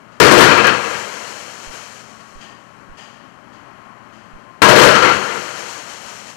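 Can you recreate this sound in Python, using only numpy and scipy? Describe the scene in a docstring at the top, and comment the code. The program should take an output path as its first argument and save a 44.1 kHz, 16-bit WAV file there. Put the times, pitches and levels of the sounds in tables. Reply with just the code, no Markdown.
"""A fuse spits, then six quick booms: a fireworks cake some ten metres off in a yard at night, firing
the first of two volleys, close enough to overload the microphone. Each lift charge booms round the yard
and slaps back from a far wall; its comet hisses, fading as it climbs, and burns out. Between volleys
the fuse fizzes and spits while cars pass far off. The microphone is on the left channel only;
the idle right channel carries faint hiss and soft electrical thumps."""
import sys
import numpy as np
from scipy import signal
from scipy.io import wavfile

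SR = 44100
rng = np.random.default_rng(int(sys.argv[2]) if len(sys.argv) > 2 else 0)


def to_wav(sig):
    """Store sig (one row per channel, or 1-D mono) as 16-bit WAV at the path in sys.argv[1].

    Samples outside -1..1 are clipped; the rate is SR.
    """
    pcm = np.clip(np.atleast_2d(sig), -1, 1) * 32767
    pcm = np.round(pcm).astype(np.int16)
    wavfile.write(sys.argv[1], SR, pcm.T)  # frames by channels


N = 280520
TIME = np.arange(N) / SR
GRID = np.fft.rfftfreq(8192, 1 / SR)  # frequencies at which filter shapes are drawn [Hz]

# lift charges, one comet each:
# (time [s], blast level [dB], tube boom [Hz], wall echo level [dB], wall echo pitch [Hz])
LIFT_CHARGES = [(0.2009, 6, 348, -6, 1420), (0.248, 2, 344, -3, 2470), (0.312, 4, 302, -5, 2600),
                (0.335, -3.5, 330, -11.5, 1600), (0.378, 3.5, 302, -5, 1650), (0.408, 4.5, 268, -5.5, 2580),
                (4.6185, 5, 1030, -6.5, 1400), (4.686, 4.5, 600, -3.5, 1380), (4.759, 3, 480, -4.5, 1380),
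                (4.781, 1, 370, -5.5, 2100), (4.815, 1.5, 517, -9, 1380), (4.834, 3.5, 615, -11, 1380)]
# hiss of burning comets and fuse: (frequency [Hz], relative level [dB])
BURN_SPECTRUM = [(150, -14), (500, 3.5), (1300, 5), (2500, 1.5), (4500, -1.5), (6800, 0), (8500, -8),
                 (11000, -14.5), (13000, -22), (15500, -30)]


def amp(db):
    """Decibels to gain."""
    return 10 ** (np.asarray(db) / 20)


def unit_rms(x):
    """Scales to rms 1."""
    return x / np.sqrt(np.mean(x ** 2) + 1e-20)


def curve(points, hz=GRID):
    """Reads a table on a logarithmic frequency axis."""
    f, value = np.transpose(points)
    return np.interp(np.log(hz + 1), np.log(f + 1), value)


def bells(rows):
    """Sum of bell-shaped peaks and dips, in dB."""
    return sum(db * np.exp(-2 * ((GRID - hz) / width) ** 2) for hz, width, db in rows)


def add(mix, s, sound):
    """Mixes a sound in at time s."""
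    part = mix[max(round(s * SR), 0):][:len(sound)]
    part += sound[:len(part)]


def colour(x, db):
    """Minimum-phase filter with the given dB shape; white noise keeps its power."""
    log_gain = np.log(amp(np.concatenate([db, db[-2:0:-1]])))
    response = np.exp(np.conj(signal.hilbert(log_gain)))
    taps = np.fft.ifft(response).real[:len(db)]
    return signal.oaconvolve(x, taps / np.linalg.norm(taps))[:len(x)]


def drift(rate_hz, size=2000):
    """Slow random wander of rms 1."""
    return unit_rms(np.interp(TIME * rate_hz, np.arange(size), rng.standard_normal(size)))


def reflections(t60_table, size=SR):
    """Dense random reflections, each band dying at its own speed."""
    hz, t, spectra = signal.stft(rng.standard_normal(size), SR, nperseg=256)
    fade = np.exp(-np.log(1000) * t / curve(t60_table, hz)[:, None])
    return signal.istft(spectra * fade, SR)[1][:size]


def burst(t60):
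    """A puff of noise that starts at once and dies away."""
    return rng.standard_normal(SR) * np.exp(-np.log(1000) * TIME[:SR] / t60)


def idle_channel(hiss_db=-76, pulse_s=0.02, edge_s=0.0077, droops_hz=(15, 2.5)):
    """Faint circuit hiss, and flat voltage pulses that the coupling capacitors turn into thumps."""
    # voltage pulses ahead of the capacitors: (time [s], height [dB])
    pulses = [(1.6714, -26.5), (2.3528, -28), (2.8928, -28), (4.3325, -28)]
    voltage = np.zeros(N)
    for s, db in pulses:
        rise = np.clip((TIME - s) / edge_s, 0, 1)
        fall = np.clip((TIME - s - pulse_s) / edge_s, 0, 1)
        voltage += amp(db) * (rise - fall)
    for hz in droops_hz:
        voltage = signal.lfilter(*signal.butter(1, hz, "high", fs=SR), voltage)
    return voltage + amp(hiss_db) * rng.standard_normal(N)


def night_air(air_db=-42, flutter_db=0.5, wander_rad=1):
    """Still air over the yard, and the wavering hum of a distant machine."""
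    # the air: (frequency [Hz], relative level [dB])
    air_spectrum = [(15, -24), (25, -17.5), (139, -7.5), (213, -3), (271, -4.5), (450, -12), (529, -11),
                    (573, -6.5), (978, -14.5), (1060, -9.5), (1240, -9), (1390, -9.5), (2370, -20.5),
                    (12800, -43.5), (15000, -76)]
    # tones of the machine: (frequency [Hz], rms level [dB])
    hum_tones = [(58.3, -79), (117.2, -54), (175.6, -55), (218.3, -52.5), (401.8, -61.5)]
    air = amp(air_db + flutter_db * drift(16)) * colour(rng.standard_normal(N), curve(air_spectrum))
    hum = sum(amp(db) * np.sqrt(2) * np.sin(2 * np.pi * hz * TIME + wander_rad * drift(19))
              for hz, db in hum_tones)
    return air + hum


def far_traffic(road_db=-46.5, doppler_share=0.008, flutter_db=3):
    """A far road roars steadily; each car swells and fades, its tyre whine sinking as it passes."""
    # cars: (time when nearest [s], swell [s], whine [Hz], pitch wander [share], whine [dB], roar [dB])
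    cars = [(2.55, .5, 1101, 0.0049, -43, -57), (3.85, 0.26, 1071, .02, -43, -42.5),
            (4.5, .15, 1043, .008, -43.5, -50)]
    # road roar as it reaches the yard: (frequency [Hz], relative level [dB])
    roar_spectrum = [(300, -26), (700, -12), (1050, -5.5), (1600, -11.5), (3000, -22.5), (8000, -64)]
    roar, whine = amp(road_db) * rng.standard_normal(N), np.zeros(N)
    for s, swell_s, hz, wander, whine_db, roar_db in cars:
        along = (TIME - s) / swell_s
        swell = 1 / (1 + along ** 2)
        pitch = hz * (1 - doppler_share * along / np.hypot(1, along) + wander * drift(18))
        tone = np.sin(2 * np.pi * np.cumsum(pitch) / SR)
        whine += swell * amp(whine_db + flutter_db * drift(16)) * tone
        roar += swell * amp(roar_db) * rng.standard_normal(N)
    return whine + colour(roar, curve(roar_spectrum))


def fuse(fizz_db=-59.5, flare_s=0.0077):
    """The fuse fizzes and spits from tube to tube; the yard holds the middle longer than the treble."""
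    # spits of the fuse: (time [s], level [dB], t60 at 5 kHz [s])
    spits = [(0.11, -47, 0.77), (1.81, -43, 0.17), (2.195, -37, 0.2), (2.38, -43, 0.49), (2.403, -34, 0.69),
             (2.969, -34.5, 1), (3.521, -45, 0.76), (3.83, -58, .3), (4.123, -44.5, 1), (4.4, -50.5, 0.23)]
    # their colour: (frequency [Hz], relative level [dB])
    spit_spectrum = [(200, -20), (600, 3), (1400, 1), (1850, -2), (2200, -3), (3100, 0.5), (4500, -9),
                     (6600, -8), (8500, -16.5), (14000, -34)]
    # resonances of the fuse channel: (frequency [Hz], width [Hz], gain [dB])
    channel_rings = [(1820, 90, 12.5), (3170, 980, 2), (4820, 440, 10), (6500, 400, 4.5)]
    spitting = np.zeros(N)
    flare = 1 - np.exp(-TIME[:SR] / flare_s)
    for s, db, t60 in spits:
        decay = [(1500, 1.34 * t60), (5000, t60), (12000, 0.88 * t60)]
        add(spitting, s, amp(db) * flare * reflections(decay))
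    fizz = amp(fizz_db) * colour(rng.standard_normal(N), curve(BURN_SPECTRUM))
    return fizz + colour(spitting, curve(spit_spectrum) + bells(channel_rings))


def flight(launch_s, distance_m=10.63, climb_m_per_s=23, ignite_s=0.05, burn_s=1.54, fade_db_per_s=22.5):
    """Gain of one comet: it ignites, fades as it climbs away from the microphone, and burns out."""
    age = np.maximum(TIME - launch_s, 0)
    ignition = np.minimum(age / ignite_s, 1)
    nearness = distance_m / np.hypot(distance_m, climb_m_per_s * age)
    burnout = amp(-fade_db_per_s * np.maximum(age - burn_s, 0))
    return ignition * nearness * burnout


def comets(hiss_db=-30.5, flutter_db=1.2, sparks_per_s=600, spark_db=-13):
    """Burning stars overhead hiss unevenly and shed tiny crackling sparks; their powers add."""
    sparks = (rng.random(N) < sparks_per_s / SR) * rng.standard_normal(N)
    flame = rng.standard_normal(N) + amp(spark_db) * unit_rms(sparks)
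    aloft = np.sqrt(sum(flight(s) ** 2 for s, *_ in LIFT_CHARGES))
    return aloft * amp(hiss_db + flutter_db * drift(20)) * colour(flame, curve(BURN_SPECTRUM))


def snaps(t60=0.035, rolloff_hz=4400, muzzle_db=-15, steepening=2.04):
    """Bright snaps: one at each tube's mouth, far louder for a strong charge, and a few among echoes."""
    # snaps among the echoes: (time [s], level [dB])
    late_snaps = [(0.575, -13), (0.670, -7), (5.031, -26), (5.094, -17)]
    out = np.zeros(N)
    for s, db in late_snaps:
        add(out, s, amp(db) * burst(t60))
    for s, db, *_ in LIFT_CHARGES:
        add(out, s, amp(muzzle_db + steepening * db) * burst(t60))
    return colour(out, -20 * np.log10(1 + (GRID / rolloff_hz) ** 2))


def volleys(crack_db=-3, wall_delay_s=0.265, second_slap_db=-18, roll_db=-16.5, roll_rise_s=0.065):
    """Each charge cracks, fills the yard, bounces off the far wall twice and rolls away."""
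    # a blast close by in the yard: (frequency [Hz], relative level [dB])
    near_spectrum = [(25, -25), (60, -23), (120, -5.5), (220, -7.5), (350, -1), (520, 1.5), (760, -4),
                     (1100, 0), (1650, -1.5), (2400, -8), (4400, -14), (8000, -24), (15000, -39.5)]
    # what comes back from far away: (frequency [Hz], relative level [dB])
    far_spectrum = [(25, -33), (55, -37), (90, -8), (160, -8.5), (260, -5.5), (480, -0.5), (780, -5.5),
                    (1100, 1), (1650, -2.5), (2300, -6), (3100, -9), (6500, -22.5), (14000, -49)]
    # resonances of the tubes and the yard: (frequency [Hz], width [Hz], gain [dB])
    resonances = [(136.4, 14.6, 7), (209.3, 15, 8), (360, 10.3, 8), (477.4, 50, 5), (308, 24, 4),
                  (596.5, 10, 6), (954.4, 20, 6), (1379, 39, 4.5), (1640, 30, 6)]
    # decay of the yard: (frequency [Hz], t60 [s])
    yard_decay = [(100, 0.5), (400, 0.39), (1500, 0.42), (5000, 0.55), (12000, 0.35)]
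    # decay of the roll through the neighbourhood: (frequency [Hz], t60 [s])
    roll_decay = [(100, 2.04), (250, 1.66), (500, 2.16), (1500, 2.01), (4000, 1.98), (10000, 0.66)]
    near, far = np.zeros(N), np.zeros(N)
    # the roll builds up as the sound reaches more houses and trees
    build_up = 1 - np.exp(-TIME[:2 * SR] / roll_rise_s)
    for s, db, boom_hz, echo_db, echo_hz in LIFT_CHARGES:
        boom = colour(reflections(yard_decay), bells([(boom_hz, 170, 6)]))
        add(near, s, amp(db) * boom)
        add(far, s, amp(db + crack_db) * burst(t60=0.026))
        slap = amp(echo_db) * colour(burst(t60=0.37), bells([(echo_hz, 240, 7)]))
        add(far, s + wall_delay_s, slap)
        add(far, s + 2 * wall_delay_s, amp(second_slap_db) * slap)
        roll = build_up * reflections(roll_decay, size=len(build_up))
        add(far, s, amp(db + roll_db) * roll)
    ring_db = bells(resonances)
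    return colour(near, curve(near_spectrum) + ring_db) + colour(far, curve(far_spectrum) + ring_db)


def scene():
    """Everything reaches one microphone in the yard, on the left channel."""
    left = volleys() + snaps() + comets() + fuse() + night_air() + far_traffic()
    return np.array([left, np.zeros(N)])


def record(dry, ceiling=0.94, knee=6, low_cut_hz=50, high_cut_hz=15750):
    """Housing colour, an overloaded preamplifier that flattens the blasts, then the band limits."""
    # peaks and dips of the microphone housing: (frequency [Hz], width [Hz], gain [dB])
    housing = [(3150, 300, 3.5), (3550, 515, -6.5), (4445, 320, 4), (4770, 610, -4), (9340, 790, -3.5)]
    drive = signal.resample_poly(colour(dry[0], bells(housing)), 2, 1)  # oversampled against aliasing
    flattened = drive / (1 + abs(drive / ceiling) ** knee) ** (1 / knee)
    left = signal.resample_poly(flattened, 1, 2)
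    left = signal.lfilter(*signal.butter(1, low_cut_hz, "high", fs=SR), left)
    both = np.array([left, dry[1] + idle_channel()])
    low_pass = signal.firwin(511, high_cut_hz, window=("kaiser", 9), fs=SR)
    return signal.oaconvolve(both, low_pass[None], "same", axes=1)


dry = scene()
out = record(dry)
to_wav(out)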